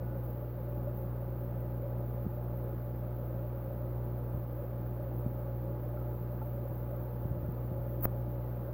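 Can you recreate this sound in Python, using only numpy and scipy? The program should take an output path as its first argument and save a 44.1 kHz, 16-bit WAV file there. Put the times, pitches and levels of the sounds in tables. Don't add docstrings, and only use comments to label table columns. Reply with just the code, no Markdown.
import sys
import numpy as np
from scipy import signal
from scipy.fft import rfft, irfft
from scipy.io import wavfile

SR = 44100
rng = np.random.default_rng(int(sys.argv[2]) if len(sys.argv) > 2 else 0)


def voltage_ratio(decibels):
    exponent = np.asarray(decibels, float) / 20
    return 10 ** exponent


def dump(signal):
    limited = np.clip(np.atleast_2d(signal).T, -1, 1)
    pcm = np.round(limited * 32767).astype(np.int16)
    wavfile.write(sys.argv[1], SR, pcm)


N = 384993
FIZZ_DB = -62

# start_s, peak_db
POPS = [(0.3072, -47), (0.7009, -49.5), (0.9735, -46.5), (1.6072, -46.5), (2.697, -48.5), (3.5626, -52),
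        (3.6448, -49.5), (4.0496, -46.5), (4.5674, -49.5), (5.1849, -45), (5.3951, -45.5), (5.5704, -48),
        (5.9638, -49.5), (6.1459, -50), (6.4726, -47.5), (6.7558, -46), (6.9646, -45), (7.5216, -47.5)]


def rms_one(x):
    return x / np.sqrt(np.mean(x ** 2) + 1e-20)


def colour(points):
    hz, gain_db = np.transpose(points)
    grid = np.arange(N // 2 + 1) * SR / N + 1e-3
    return grid, voltage_ratio(np.interp(np.log(grid), np.log(hz), gain_db, left=-200, right=-200))


def drift(rate_hz):
    r = np.exp(-80 * np.pi * rate_hz / SR)
    noise = rng.standard_normal(N // 40 + 2002)
    slow = signal.lfilter([1], [1, -2 * r, r * r], noise)[2000:]
    return np.interp(np.arange(N) / 40, np.arange(len(slow)), rms_one(slow))


def clicks_at(rows):
    out = np.zeros(N)
    for start_s, peak_db in rows:
        out[round(start_s * SR)] += voltage_ratio(peak_db)
    return out


def pump(wobble_db):
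    # mains_multiple, rms_db
    hum_tones = [(1, -43.5), (2, -38.5), (3, -52.5), (4, -57), (6, -55), (7, -67.5), (8, -63), (9, -58.5),
                 (10, -63.5), (11, -73), (12, -68.5), (13, -79.5), (14, -63), (16, -73), (19, -76),
                 (20, -79), (21, -73.5), (23, -78.5)]
    mains_hz, stroke_start_rad = 59.992, 1.18
    cabinet_lag_rad = 0.6
    turn = 2 * np.pi * mains_hz * np.arange(N) / SR + stroke_start_rad
    load = drift(2.3)
    out = np.zeros(N)
    for k, tone_db in hum_tones:
        waver = wobble_db * (load + 0.12 * np.sqrt(k) * drift(6.9))
        if k < 9:
            lag = cabinet_lag_rad * max(k - 2, 0)
        else:
            lag = rng.uniform(0, 2 * np.pi)
        out -= np.sqrt(2) * voltage_ratio(tone_db + waver) * np.sin(k * turn - lag)
    return out


def rumble(level_db, patchy_db):
    # pitch_hz, density_db_per_hz
    stream_colour = [(12, -37), (30, -18.5), (50, -17.5), (90, -12.5), (160, -11.5), (270, -18.5),
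                     (430, -16), (640, -20), (950, -26), (1550, -33), (1800, -38.5), (3000, -49.5),
                     (5200, -57), (10500, -85.5)]
    # pitch_hz, width_hz, lift_db
    tank_modes = [(202, 27, 3.5), (318.4, 58, 8.5), (414, 18, -3), (590, 45, 1), (880, 35, 2),
                  (490, 19, 3.5), (544, 31.3, 10), (585.5, 23.8, 11.5), (860, 25, 4.5), (1240, 200, 1.5)]
    hz, gain = colour(stream_colour)
    for centre, width, lift_db in tank_modes:
        gain = gain * voltage_ratio(lift_db / (1 + (2 * (hz - centre) / width) ** 2))
    noise = rfft(rng.standard_normal(N)) * gain
    place = 2 * np.log2(hz / 20)
    shared = drift(4)
    out = np.zeros(N)
    for k in range(19):
        band = np.cos(np.pi / 2 * np.clip(place - k, -1, 1)) ** 2
        depth_db = patchy_db * np.exp(-((k - 9.5) / 3.0) ** 2)
        out += irfft(noise * band, N) * voltage_ratio(depth_db * (0.13 * shared + drift(6.8)))
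    audible = signal.sosfilt(signal.butter(4, 250, "high", fs=SR, output="sos"), out)
    return out / np.std(audible) * voltage_ratio(level_db)


def swells():
    # start_s, length_s, fizz_db
    rafts = [(0.252, 0.084, -57.5), (0.755, 0.033, -60), (0.961, 0.034, -58), (1.396, 0.032, -59),
             (2.106, 0.08, -59.5), (2.396, 0.05, -60.5), (4.042, 0.044, -59.5), (4.361, 0.052, -60),
             (5.153, 0.076, -58), (5.349, 0.076, -61), (6.061, 0.032, -61), (6.113, 0.088, -59.5),
             (6.307, 0.038, -60.5), (6.43, 0.114, -59), (6.698, 0.148, -58), (6.915, 0.076, -59),
             (7.025, 0.03, -61.5), (7.201, 0.04, -60.5), (7.899, 0.064, -59)]
    spread_s = 0.012
    pop_swell_db, pop_swell_s = 1.5, 0.012
    t = np.arange(0, N / SR + 0.002, 0.002)
    lifts = []
    for start_s, length_s, raft_db in rafts:
        middle_s = start_s + length_s / 2
        lifts.append((raft_db - FIZZ_DB) * np.exp(-((t - middle_s) / (length_s / 2 + spread_s)) ** 2))
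    for start_s, _ in POPS:
        lifts.append(pop_swell_db * np.exp(-((t - start_s) / pop_swell_s) ** 2))
    return np.interp(np.arange(N) / SR, t, FIZZ_DB + np.max(lifts, axis=0))


def fizz(level_db, per_s, spread_db, surge_db):
    # pitch_hz, density_db_per_hz
    burst_colour = [(7000, -72), (9000, -44), (10500, -27.5), (12000, -14), (13300, -6), (14100, 0.5),
                    (15000, 0.5), (16000, -2)]
    gain = colour(burst_colour)[1]
    surge = voltage_ratio(surge_db * (0.4 * drift(5) + drift(22)))
    sizes = voltage_ratio(spread_db * np.minimum(rng.exponential(1, N), 5)) * rng.choice([-1, 1], N)
    grains = rms_one(sizes * (rng.random(N) < per_s / SR))
    mist = rng.standard_normal(N)
    spray = rms_one(irfft(rfft((grains + mist) * surge) * gain, N))
    smear = rng.standard_normal(200) * np.exp(-np.arange(200) / 45.0)
    pops = np.convolve(clicks_at(POPS), smear)[:N] * voltage_ratio(-10.5)
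    tick_peak = np.max(np.abs(irfft(gain, N)))
    return spray * voltage_ratio(level_db) + irfft(rfft(pops) * gain, N) / tick_peak


def squeak():
    start_s, attack_s, hold_s, release_s = 0.01, 0.03, 0.11, 0.05
    whistle_hz, level_db, sag_db = 1470, -64, 6
    corners = start_s + np.cumsum([0, attack_s, hold_s, release_s])
    shape = np.interp(np.arange(N) / SR, corners, [0, 1, voltage_ratio(-sag_db), 0])
    pitch_hz = whistle_hz + 4 * drift(20)
    tone = np.sin(2 * np.pi * np.cumsum(pitch_hz) / SR) * voltage_ratio(1.5 * drift(30))
    return np.sqrt(2) * voltage_ratio(level_db) * shape * tone


def bubble(start_s, peak_db, hz, t60_s, rise):
    t = np.arange(min(SR // 5, N - round(start_s * SR))) / SR
    shape = (1 - np.exp(-t / 0.0079)) * voltage_ratio(-60 * t / t60_s)
    tone = np.sin(2 * np.pi * hz * t * (1 + rise * t))
    return voltage_ratio(peak_db) * shape / shape.max() * tone


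def faint_gurgles():
    per_s, middle_db, spread_db, range_hz = 2.6, -42.5, 4.5, (500, 620)
    chance = rng.random((60, 3))
    starts_s = np.cumsum(-np.log(chance[:, 0])) / per_s
    rows = []
    for start_s, a, b in zip(starts_s, chance[:, 1], chance[:, 2]):
        if start_s < N / SR:
            rows.append((start_s, middle_db + spread_db * (2 * a - 1), np.interp(b, [0, 1], range_hz)))
    return rows


def glugs():
    # start_s, peak_db, pitch_hz, ring_t60_s
    large_bubbles = [
        (5.97, -53, 1335, .05),
        (6.015, -56, 1280, .05),
        (5.76, -49, 840, .08),
        (6.415, -43, 850, .06),
        (6.415, -53, 1335, .05),
    ]
    # peak_s, peak_db, pitch_hz
    loud_gurgles = [(0.039, -47, 541), (0.16, -36.5, 544), (0.222, -45, 504), (0.598, -40, 505),
                    (0.723, -43, 581), (0.874, -32.5, 580), (1.024, -36, 542), (1.657, -38, 574),
                    (1.835, -35, 565), (2.038, -42, 556), (2.695, -38, 537), (3.024, -39, 582),
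                    (3.231, -40, 506), (3.591, -43, 524), (4.043, -44, 540), (4.642, -35.5, 546),
                    (4.77, -36.5, 562), (5.71, -39, 584), (5.827, -43, 560), (5.944, -36, 576),
                    (6.655, -37, 539), (6.928, -36, 585), (7.446, -41, 600), (8.561, -43, 574)]
    rings = list(large_bubbles)
    for peak_s, peak_db, hz in list(loud_gurgles) + faint_gurgles():
        rings.append((max(peak_s - 0.006, 0), peak_db - 4.5, hz, 0.09))
    out = np.zeros(N)
    for start_s, peak_db, hz, t60_s in rings:
        one = bubble(start_s, peak_db, hz, t60_s, rise=0.44)
        first = round(start_s * SR)
        out[first:first + len(one)] += one
    return out


def hiss(level_db):
    return voltage_ratio(level_db) * rng.standard_normal(N)


def bumps(cycles, skew, edge):
    # middle_s, peak_db, pitch_hz, direction (+1 or -1)
    knocks = [(2.256, -36, 149, 1), (2.266, -21.5, 137, 1), (4.347, -30, 105, 1), (4.376, -31, 111, 1),
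              (5.2637, -24.5, 150, 1), (5.272, -35, 152, 1), (6.709, -33, 105, -1), (7.256, -25, 104, 1),
              (7.314, -26, 105, 1), (7.368, -30.5, 106, 1), (7.432, -28, 99, 1), (7.490, -26.5, 115, 1),
              (7.718, -27, 108, 1), (7.789, -35, 100, 1)]
    out = np.zeros(N)
    t = np.arange(-1500, 1500) / SR
    for middle_s, peak_db, hz, way in knocks:
        swing = np.exp(-(hz * t / cycles - skew) ** 2) * np.cos(2 * np.pi * hz * t)
        crest = edge * np.exp(-(hz * t / 0.1) ** 2)
        middle = round(middle_s * SR)
        out[middle - 1500:middle + 1500] += way * voltage_ratio(peak_db) * (swing + crest)
    vent = signal.butter(2, 45, "high", fs=SR, output="sos")
    return signal.sosfiltfilt(vent, out)


def chatter(until_s):
    from_s, gap_s, first_db, growth_db_per_s = 8.0225, 0.0021, -38, 230
    s = np.arange(from_s, until_s - gap_s, gap_s)
    chance = rng.standard_normal((len(s), 2))
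    slip_db = first_db + growth_db_per_s * (s - s[0]) + 2.7 * chance[:, 1]
    return zip(s + 0.55 * gap_s * chance[:, 0], slip_db)


def creak():
    # start_s, peak_db
    main_slips = [(8.0103, -34.5), (8.0258, -35.5), (8.0297, -33.5), (8.0327, -28.5), (8.0362, -28),
                  (8.0398, -28), (8.044, -26.5), (8.0451, -29), (8.048, -27), (8.0509, -26), (8.053, -19),
                  (8.0549, -22)]
    # pitch_hz, gain_db
    case_colour = [(200, -14), (600, -8), (1500, -15), (3000, -37), (6500, -49), (8500, -65),
                   (11000, -29.5), (13000, -12), (14500, -0.5), (16000, -1)]
    snap_s, snap_db = 8.0547, -16.5
    slips = clicks_at(main_slips) + clicks_at(chatter(snap_s))
    ragged = np.convolve(slips, np.exp(-np.arange(60) / 25.0))[:N] * rng.standard_normal(N)
    bursts = slips * rng.choice([-1, 1], N) + 0.14 * ragged
    ticks = irfft(rfft(bursts) * colour(case_colour)[1], N) * voltage_ratio(21)

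    t = np.arange(N) / SR - snap_s
    rise = np.exp(np.minimum(t, 0) / 0.0004) * (t < 0)
    after = np.maximum(t, 0)
    back = 1.9 * np.exp(-after / 0.0001) - 0.9 * np.exp(-after / 0.002)
    soft = signal.butter(3, 2100, fs=SR, output="sos")
    snap = voltage_ratio(snap_db) * signal.sosfiltfilt(soft, rise + back * (t >= 0))
    sharp = signal.butter(3, [2000, 7000], "band", fs=SR, output="sos")
    crack = voltage_ratio(-44) * signal.sosfilt(sharp, rng.standard_normal(N) * np.exp(-(t / 0.0006) ** 2))
    return ticks + crack + snap


def scene():
    water = rumble(level_db=-47.5, patchy_db=1.14)
    water = water + fizz(swells(), per_s=1300, spread_db=-1.0, surge_db=0.8)
    handling = bumps(cycles=0.42, skew=0.45, edge=0.55) + creak()
    mix = pump(wobble_db=0.7) + water + squeak() + glugs() + hiss(level_db=-97.0) + handling
    return mix[None]


def low_pass(x):
    return signal.sosfilt(signal.butter(12, 16480, fs=SR, output="sos"), x)


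def record(dry):
    opening = np.clip(0.3 + np.arange(N) / SR / 0.003, 0, 1)
    opened = (dry - 0.0006) * opening
    below_top = np.arange(N // 2 + 1) * SR / N < 15810
    return low_pass(irfft(rfft(opened) * below_top, N))


dry = scene()
out = record(dry)
dump(out)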